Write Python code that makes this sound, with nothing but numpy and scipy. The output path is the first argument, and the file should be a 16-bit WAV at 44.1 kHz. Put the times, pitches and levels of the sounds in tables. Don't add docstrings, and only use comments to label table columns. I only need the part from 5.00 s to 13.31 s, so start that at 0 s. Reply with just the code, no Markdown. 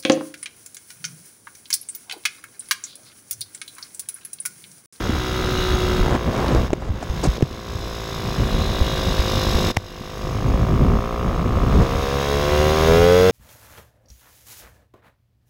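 import sys
import numpy as np
from scipy import signal
from scipy.fft import rfft, irfft, next_fast_len
from scipy.io import wavfile
from scipy.ndimage import uniform_filter1d, minimum_filter1d, map_coordinates

SR = 44100
rng = np.random.default_rng(int(sys.argv[2]) if len(sys.argv) > 2 else 0)


def generate_wav(signal):
    frames = np.transpose(np.atleast_2d(signal))
    scaled = np.clip(frames, -1, 1) * 32767
    pcm = np.round(scaled).astype(np.int16)
    wavfile.write(sys.argv[1], SR, pcm)


N = 366471

# [f/Hz, relative level/dB]
SCRAPE_SPECTRUM = [(40, -42), (150, 1.5), (400, 1), (1000, -7.5), (1700, -15), (4000, -28), (8000, -39.5),
                   (15000, -54)]


def amp(db):
    return 10 ** (np.asarray(db) / 20)


def unit(x):
    return x / np.sqrt(np.mean(x ** 2) + 1e-20)


def curves(rows):
    s, *columns = np.transpose(rows)
    return [np.interp(np.arange(N) / SR, s, column) for column in columns]


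def wobble(rate):
    knots = rng.standard_normal(4096)
    return map_coordinates(knots, [np.arange(N) * rate / SR], mode="wrap")


def filtered(x, response):
    m = 2 * next_fast_len(N // 2 + 8192)
    return irfft(rfft(x, m) * response(np.fft.rfftfreq(m, 1 / SR)), m)[:N]


def coloured(x, points):
    def response(hz):
        f, db = np.transpose(points)
        log_gain = np.log(amp(np.interp(np.log(hz + 1), np.log(f), db)))
        cepstrum = irfft(log_gain)
        half = len(cepstrum) // 2
        cepstrum[1:half] *= 2
        cepstrum[half + 1:] = 0
        return np.exp(rfft(cepstrum))
    return filtered(x, response)


def rung(x, modes):
    def response(f):
        total = 0
        for k, (centre, width, db) in enumerate(modes):
            damping = 1j * f * width
            total = total + (-1) ** k * amp(db) * damping / (centre * centre - f * f + damping)
        return total
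    return filtered(x, response)


def add(track, at, waves):
    index = at.astype(int)[:, None] + np.arange(waves.shape[1])
    track += np.bincount(np.clip(index, 0, N).ravel(), waves.ravel(), N + 1)[:N]


def strengths(count, scatter_db):
    return amp(scatter_db * rng.standard_normal(1024)[:count, None])


def pulses(at, scatter_db, size=16):
    track = np.zeros(N)
    lag = np.arange(size) - size // 2 - (at % 1)[:, None]
    window = np.cos(np.pi * lag / (size + 2)) ** 2
    add(track, at - size // 2, strengths(len(at), scatter_db) * np.sinc(lag) * window)
    return track


def moments(turns, share, jitter):
    whole = np.arange(int(turns[-1]))
    phase = whole + share + jitter * rng.standard_normal(1024)[:len(whole)]
    return np.interp(phase, turns, np.arange(N))


def burst(turns, share, fade):
    return np.exp(-((turns - share) % 1) / fade)


def silencer(at, pitch_hz, ring_s, scatter_db, size=2200):
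    track, now = np.zeros(N), at.astype(int)[:, None]
    t = np.maximum(np.arange(size) - (at % 1)[:, None], 0) / SR
    age = t / ring_s[now]
    swell = strengths(len(at), scatter_db) * age * np.exp(-age)
    add(track, at, -swell * np.sin(2 * np.pi * pitch_hz[now] * t))
    return track / np.sqrt(np.abs(uniform_filter1d(track ** 2, SR // 5)) + 1e-9)


def drifting(at, modes, stretch):
    clock = np.cumsum(stretch / stretch.mean())
    firing = pulses(np.interp(at, np.arange(N), clock), scatter_db=1.3)
    ring = rung(firing, [(hz * stretch.mean(), width, db) for hz, width, db in modes])
    return unit(map_coordinates(ring, [clock], order=1))


def exhaust(turns, throttle, pop_db):
    # [t/s, f/Hz]
    silencer_pitch = [(0, 342), (1, 384), (2.9, 381), (5.1, 362), (6.4, 462), (7.15, 485), (7.5, 371),
                      (7.9, 452), (8.3, 459)]
    # [f/Hz, relative level/dB]
    pop_spectrum = [(25, -46), (55, 1), (110, -0.5), (210, -0.5), (300, -7), (450, -11.5), (700, -5),
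                    (1100, -9.5), (1600, -20), (2400, -21), (4000, -34.5), (7000, -36), (13500, -48),
                    (14850, -37), (15800, -45)]
    bark_spectrum = [(200, -10.5), (600, -12), (740, 11.5), (850, -5.5), (980, 7.5), (1110, -12.5),
                     (1230, 15), (1450, 8.5), (1700, 2.5), (1830, -31), (1980, 7.5), (2500, -18),
                     (3300, -4.5), (7000, -42)]
    gas_spectrum = [(150, -27), (420, -19), (700, -18), (860, -10), (1100, -12), (1800, -9.5),
                    (2600, -12.5), (5000, -52), (15300, -48)]
    # [f/Hz, bandwidth/Hz, relative level/dB]
    pipe_modes = [(389, 37, 8.9), (529, 37, 16.9), (644, 25.5, 3.6), (778, 69, 6.4)]
    putter_modes = [(1033, 233, -4.5), (1254, 176, 1)]
    high_edge_modes = [(16500, 180, 0)]
    # [multiple of the firing rate, relative level/dB]
    throb_partials = [(2, -14.5), (3, -19)]
    echo_s, echo_share = 0.001802, 0.32

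    pitch_hz, = curves(silencer_pitch)
    ring_db = -37.5 + 36.5 * throttle
    ring_s = 0.0047 + 0.0026 * throttle

    at = moments(turns, 0, jitter=0.0012)
    firing = -pulses(at, scatter_db=0.7)
    echoed = filtered(firing, lambda hz: 1 + echo_share * np.exp(-2j * np.pi * hz * echo_s))
    pop = amp(5.5) * unit(coloured(echoed, pop_spectrum))

    stretch = (pitch_hz / pitch_hz.mean()) ** 0.051
    putter = -amp(1 - 17.5 * throttle) * drifting(at, putter_modes, stretch)
    pipe = amp(pop_db - 7 + 10 * throttle) * unit(rung(firing, pipe_modes))
    bark = amp(-23) * throttle ** 1.37 * unit(coloured(firing, bark_spectrum))
    high_edge = amp(-57) * throttle ** 2 * unit(rung(firing, high_edge_modes))

    puff = (burst(turns, 0, fade=.13) + .28) * rng.standard_normal(N)
    gas = amp(-10.5 - 9 * throttle) * unit(coloured(puff, gas_spectrum))

    throb = sum(amp(db) * np.sin(2 * np.pi * round(k) * turns) for k, db in throb_partials)
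    boom = amp(-9.0) * silencer(at, pitch_hz, ring_s, scatter_db=0.6) + throb
    return amp(pop_db - 6.5) * (pop + putter + gas) + bark + high_edge + pipe + amp(ring_db) * boom


def clatter(turns, throttle, level_db, size=900):
    # [share of the turn, relative level/dB]
    slap_pattern = [(.01, -5), (.22, 0), (.33, -3), (.46, -3), (.73, -7)]
    # [f/Hz, bandwidth/Hz, relative level/dB]
    fin_modes = [(2887, 15, -3), (3197, 18, -4), (3372, 30, -3), (3492, 24, 0), (3618, 30, -2),
                 (3752, 40, 3), (3860, 40, -1), (4054, 30, 2.5), (4320, 50, -8)]
    cover_modes = [(4828, 24, -2), (4980, 24, -4), (5120, 240, -2), (5127, 24, -1), (5490, 50, -8),
                   (7870, 200, -15), (10900, 150, -17), (11950, 100, -16), (12330, 160, -15)]
    chain_modes = [(6455, 52, 0.5), (9610, 97, -12.5)]
    # [t/s, fins level/dB, covers level/dB]
    ring_levels = [(0, -11.5, -14), (.55, -5.5, -15.5), (.95, -10.5, -15), (2.2, -11.5, -13),
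                   (2.9, -6, -7.5), (3.7, -4.5, -12.5), (4.6, -3.5, -6.5), (5.6, -15.5, -15),
                   (7.5, -11.5, -16), (8.3, -19, -17)]
    # [f/Hz, relative level/dB]
    block_spectrum = [(500, -9.5), (1500, 6), (2500, 3), (3300, 4), (3900, 2.5), (4400, 0.5), (5200, -1.5),
                      (5900, -5), (6600, -2.5), (7400, -14), (8700, -16), (11500, -15.5), (12300, -16),
                      (13600, -12), (15500, -6.5)]
    # [f/Hz, gain/dB]
    top_gain = [(12800, -0.5), (13600, -7)]
    block_decay_s = 0.0035

    slaps, rattle = 0, 0
    for share, db in slap_pattern:
        slaps = slaps + amp(db) * pulses(moments(turns, share, jitter=.0007), scatter_db=1.5)
        rattle = rattle + amp(db) * burst(turns, share, fade=.11)
    gate = unit(rattle) + 1.4
    grit = unit(gate * rng.standard_normal(N))
    drive = unit(slaps) + .55 * grit

    fins_db, covers_db = curves(ring_levels)
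    fins = amp(fins_db) * unit(rung(drive, fin_modes))
    covers = amp(covers_db) * unit(rung(drive, cover_modes))

    crankcase = np.exp(-np.arange(size) / SR / block_decay_s) * rng.standard_normal(size)
    regular = np.clip(0.2 + 0.4 * throttle, 0, 1)
    repeating = unit(signal.fftconvolve(slaps, crankcase)[:N])
    rough_block = np.sqrt(regular) * repeating + np.sqrt(1 - regular) * grit
    block = amp(-4.0) * unit(coloured(rough_block, block_spectrum))
    chain = amp(-19.5) * unit(rung(rng.standard_normal(N), chain_modes))
    return amp(level_db) * coloured(fins + covers + chain + block, top_gain)


def gusts():
    # [t/s, time from onset to release/s, level/dB]
    gust_events = [(0.668, 0.49, -18.5), (1.242, 0.044, -14), (1.5, 0.11, -10), (1.675, 0.27, -14.5),
                   (2.372, 0.039, -15), (2.66, 0.045, -21), (3.379, 0.059, -10.5), (3.521, 0.1, -11.5),
                   (3.65, 0.16, -16.5), (4.415, 0.29, -18), (5.223, 0.22, -10.5), (5.436, 0.11, -6),
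                   (5.578, 0.06, -6.5), (5.662, 0.079, -4.5), (5.779, 0.18, -3.5), (6.18, 0.28, -17),
                   (6.48, 0.22, -12), (6.72, 0.082, -5)]
    attack_s, release_s = 0.027, 0.065
    t = np.arange(N) / SR
    power = amp(-22 + 3 * wobble(8)) ** 2
    for s, length, db in gust_events:
        rise = np.clip((t - s) / attack_s, 0, 1)
        fall = np.clip(1 - (t - s - length) / release_s, 0, 1)
        power = power + (amp(db) * rise * fall) ** 2
    return 10 * np.log10(power)


def wind(turns):
    # [f/Hz, relative level/dB]
    buffet_spectrum = [(15, -19), (30, 2), (60, 1.5), (120, -2.5), (220, -9), (400, -19.5), (900, -31.5),
                       (3000, -92), (9000, -75)]
    shake_spectrum = [(15, -26.5), (55, -2), (110, 1), (170, -7), (300, -18), (900, -54), (3000, -80)]
    level_db = gusts()
    lumpy = amp(1.36 * wobble(28)) * rng.standard_normal(N)
    eddies = unit(coloured(lumpy, buffet_spectrum))
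    shaking = pulses(moments(turns, 0.276, jitter=0.039), scatter_db=4)
    shake = unit(coloured(shaking, shake_spectrum))
    eddies = unit(eddies + amp(0.58 * level_db) * shake)
    splutter = unit(coloured(np.tanh(eddies ** 2) * rng.standard_normal(N), SCRAPE_SPECTRUM))
    pressure = amp(level_db - 4.0) * eddies + amp(0.57 * level_db - 20.5) * splutter
    limit = .75
    return limit * np.tanh(pressure / limit)


def knocks(size=4400):
    # [t/s, push peak level/dB, push f/Hz, crack level before colouring/dB]
    bumps = [(0.094, -8, 242, -18), (1.006, -9.5, 39.8, -40), (1.061, -14, 800, -13),
             (1.082, -11, 754, -11), (1.109, -12, 710, -8), (1.15, -12, 393, -11), (1.341, -28, 700, -15),
             (1.364, -28, 600, -9), (1.444, -14, 600, -18), (1.526, -9, 398, -14), (1.549, -5, 500, -1),
             (1.705, -6, 700, -4), (1.7316, 6, 380, 5), (1.7352, 2, 615, 5), (1.823, -11, 790, -16),
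             (1.893, -7, 69, -33), (1.903, -3, 70, -28), (2.027, -8, 740, -20), (2.099, -6, 60.5, -8),
             (2.263, -13, 510, -17.5), (2.274, -2.5, 147.5, -23.5), (2.286, -1.5, 56.2, -27),
             (2.3812, -4, 450, -16), (2.409, -1.5, 500, -4), (2.4243, 7.5, 376, 8.5), (2.4268, 9, 129, 2),
             (2.511, -13, 297, -24), (2.753, -9, 100, -35), (3.812, -2.5, 66, -39), (4.193, -6.5, 59, 0),
             (4.55, -6, 55, -39), (4.7667, -12, 198, 20), (4.7699, 6.5, 97, 25), (5.01, -8.5, 206, -30)]
    # [f/Hz, gain/dB]
    crack_spectrum = [(100, -6), (350, 0), (800, 0), (1500, -10), (2600, -6), (4000, -16), (6500, -14),
                      (9000, -27), (15000, -34)]
    s, push_db, push_hz, crack_db = np.transpose(bumps)[:, :, None]
    t, pushes, cracks = np.arange(size) / SR, np.zeros(N), np.zeros(N)
    at = s[:, 0] * SR
    push = np.sin(2 * np.pi * push_hz * t) * np.exp(-1.2 * push_hz * t)
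    add(pushes, at, amp(push_db) * push / push.max(axis=1, keepdims=True))
    crack = np.exp(-t / 0.00083) * rng.choice([-1, 1], push.shape)
    add(cracks, at, amp(crack_db) * crack)
    return pushes + coloured(cracks, crack_spectrum)


def rubs():
    # [t/s, length/s, drag level/dB, hiss level/dB]
    strokes = [(1.049, 0.026, -24.5, -49), (1.076, 0.08, -24, -55), (1.141, 0.027, -21, -48),
               (1.322, 0.13, -22.5, -59), (1.432, 0.19, -21.5, -63), (1.507, 0.057, -39, -59),
               (1.794, 0.11, -28, -50), (2.013, 0.033, -23.5, -43), (2.23, 0.044, -16.5, -30),
               (6.769, 0.12, -25, -53)]
    # [f/Hz, relative level/dB]
    hiss_spectrum = [(800, -3), (2000, -5), (4500, 8), (7000, 7), (10000, -5), (15000, -30)]
    slips_per_s, slip_db = 350, 6.5
    t, drag, hiss = np.arange(N) / SR, np.zeros(N), np.zeros(N)
    for s, length, drag_db, hiss_db in strokes:
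        stroke = np.sqrt(np.abs(np.sin(np.pi * np.clip((t - s) / length, 0, 1))))
        drag += amp(drag_db) * stroke
        hiss += amp(hiss_db) * stroke
    catches = amp(4.4 * wobble(140)) * rng.standard_normal(N)
    slips = rng.choice([-1, 1], N) * (rng.random(N) < slips_per_s / SR)
    friction = unit(catches) + amp(slip_db) * unit(slips)
    scraping = drag * unit(coloured(friction, SCRAPE_SPECTRUM))
    return scraping + hiss * unit(coloured(catches, hiss_spectrum))


def ticks():
    # [t/s, level/dB]
    flick_events = [(1.402, -28), (1.482, -22), (1.687, -35)]
    # [f/Hz, relative level/dB]
    plastic_modes = [(4080, -3), (4550, -2), (9600, -14)]
    decay_s = 0.0016
    s, db = np.transpose(flick_events)
    t, flicks = np.arange(SR // 50) / SR, np.zeros(N)
    ring = sum(amp(mode_db) * np.sin(2 * np.pi * hz * t) for hz, mode_db in plastic_modes)
    add(flicks, s * SR, amp(db)[:, None] * np.exp(-t / decay_s) * ring)
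    return flicks


def scene():
    # [t/s, firing rate f/Hz]
    speed = [(0, 62.61), (.84, 60.98), (1.21, 60.11), (2.61, 57.06), (3.51, 54.35), (4.39, 52.08),
             (4.53, 51.28), (4.93, 50.66), (5.28, 51.57), (5.66, 54.19), (5.8, 56.16), (6.24, 59.27),
             (6.71, 65.38), (7.23, 70.08), (7.55, 74.09), (7.85, 79.6), (8.06, 87), (8.31, 94.4)]
    # [t/s, opening 0-1]
    throttle_opening = [(0, 0.38), (.6, 0.56), (.98, 0.56), (1.2, 0.26), (4.7, 0.37), (6.6, 0.08),
                        (7.3, 0.44), (7.6, 0.58), (7.8, 0.38), (7.92, 0.92), (8.3, 0.9)]
    # [t/s, exhaust level/dB, clatter level/dB],
    # to which each part adds its own relative level
    engine_levels = [(0, -33, -31), (.6, -30.5, -27), (.97, -32.5, -28), (1.2, -28.5, -36.5),
                     (1.6, -26.5, -30.5), (1.85, -35, -37.5), (2.2, -29, -28), (2.6, -26.5, -29.5),
                     (3.7, -25, -27.5), (4.6, -23.5, -26), (4.9, -25, -27), (5.3, -21.5, -26.5),
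                     (5.85, -22.5, -34.5), (6.5, -26.5, -37.5), (7.1, -23.5, -27.5), (7.95, -17.5, -22),
                     (8.3, -18, -19.5)]
    turns = np.cumsum(curves(speed)[0]) / SR - .32
    throttle = np.clip(curves(throttle_opening)[0], 0, 1)
    pop_db, clatter_db = curves(engine_levels)
    engine = exhaust(turns, throttle, pop_db) + clatter(turns, throttle, clatter_db)
    handling = knocks() + rubs() + ticks()
    return (engine + wind(turns) + handling)[None]


def limiter(x, ceiling, release):
    ahead = SR // 20
    over_db = np.maximum(20 * np.log10(np.abs(x) / ceiling + 1e-9), 1e-6)
    held_db = -minimum_filter1d(-over_db, ahead, origin=-(ahead // 2))
    recovery = np.exp(np.arange(N) / SR / release)
    cut_db = np.maximum.accumulate(held_db * recovery) / recovery
    return x * amp(-uniform_filter1d(cut_db, SR // 200))


def record(dry):
    top_hz = 15800
    limited = limiter(dry[0], ceiling=0.73, release=0.79)
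    return filtered(limited, lambda hz: hz < top_hz)[None]


dry = scene()
out = record(dry)
generate_wav(out)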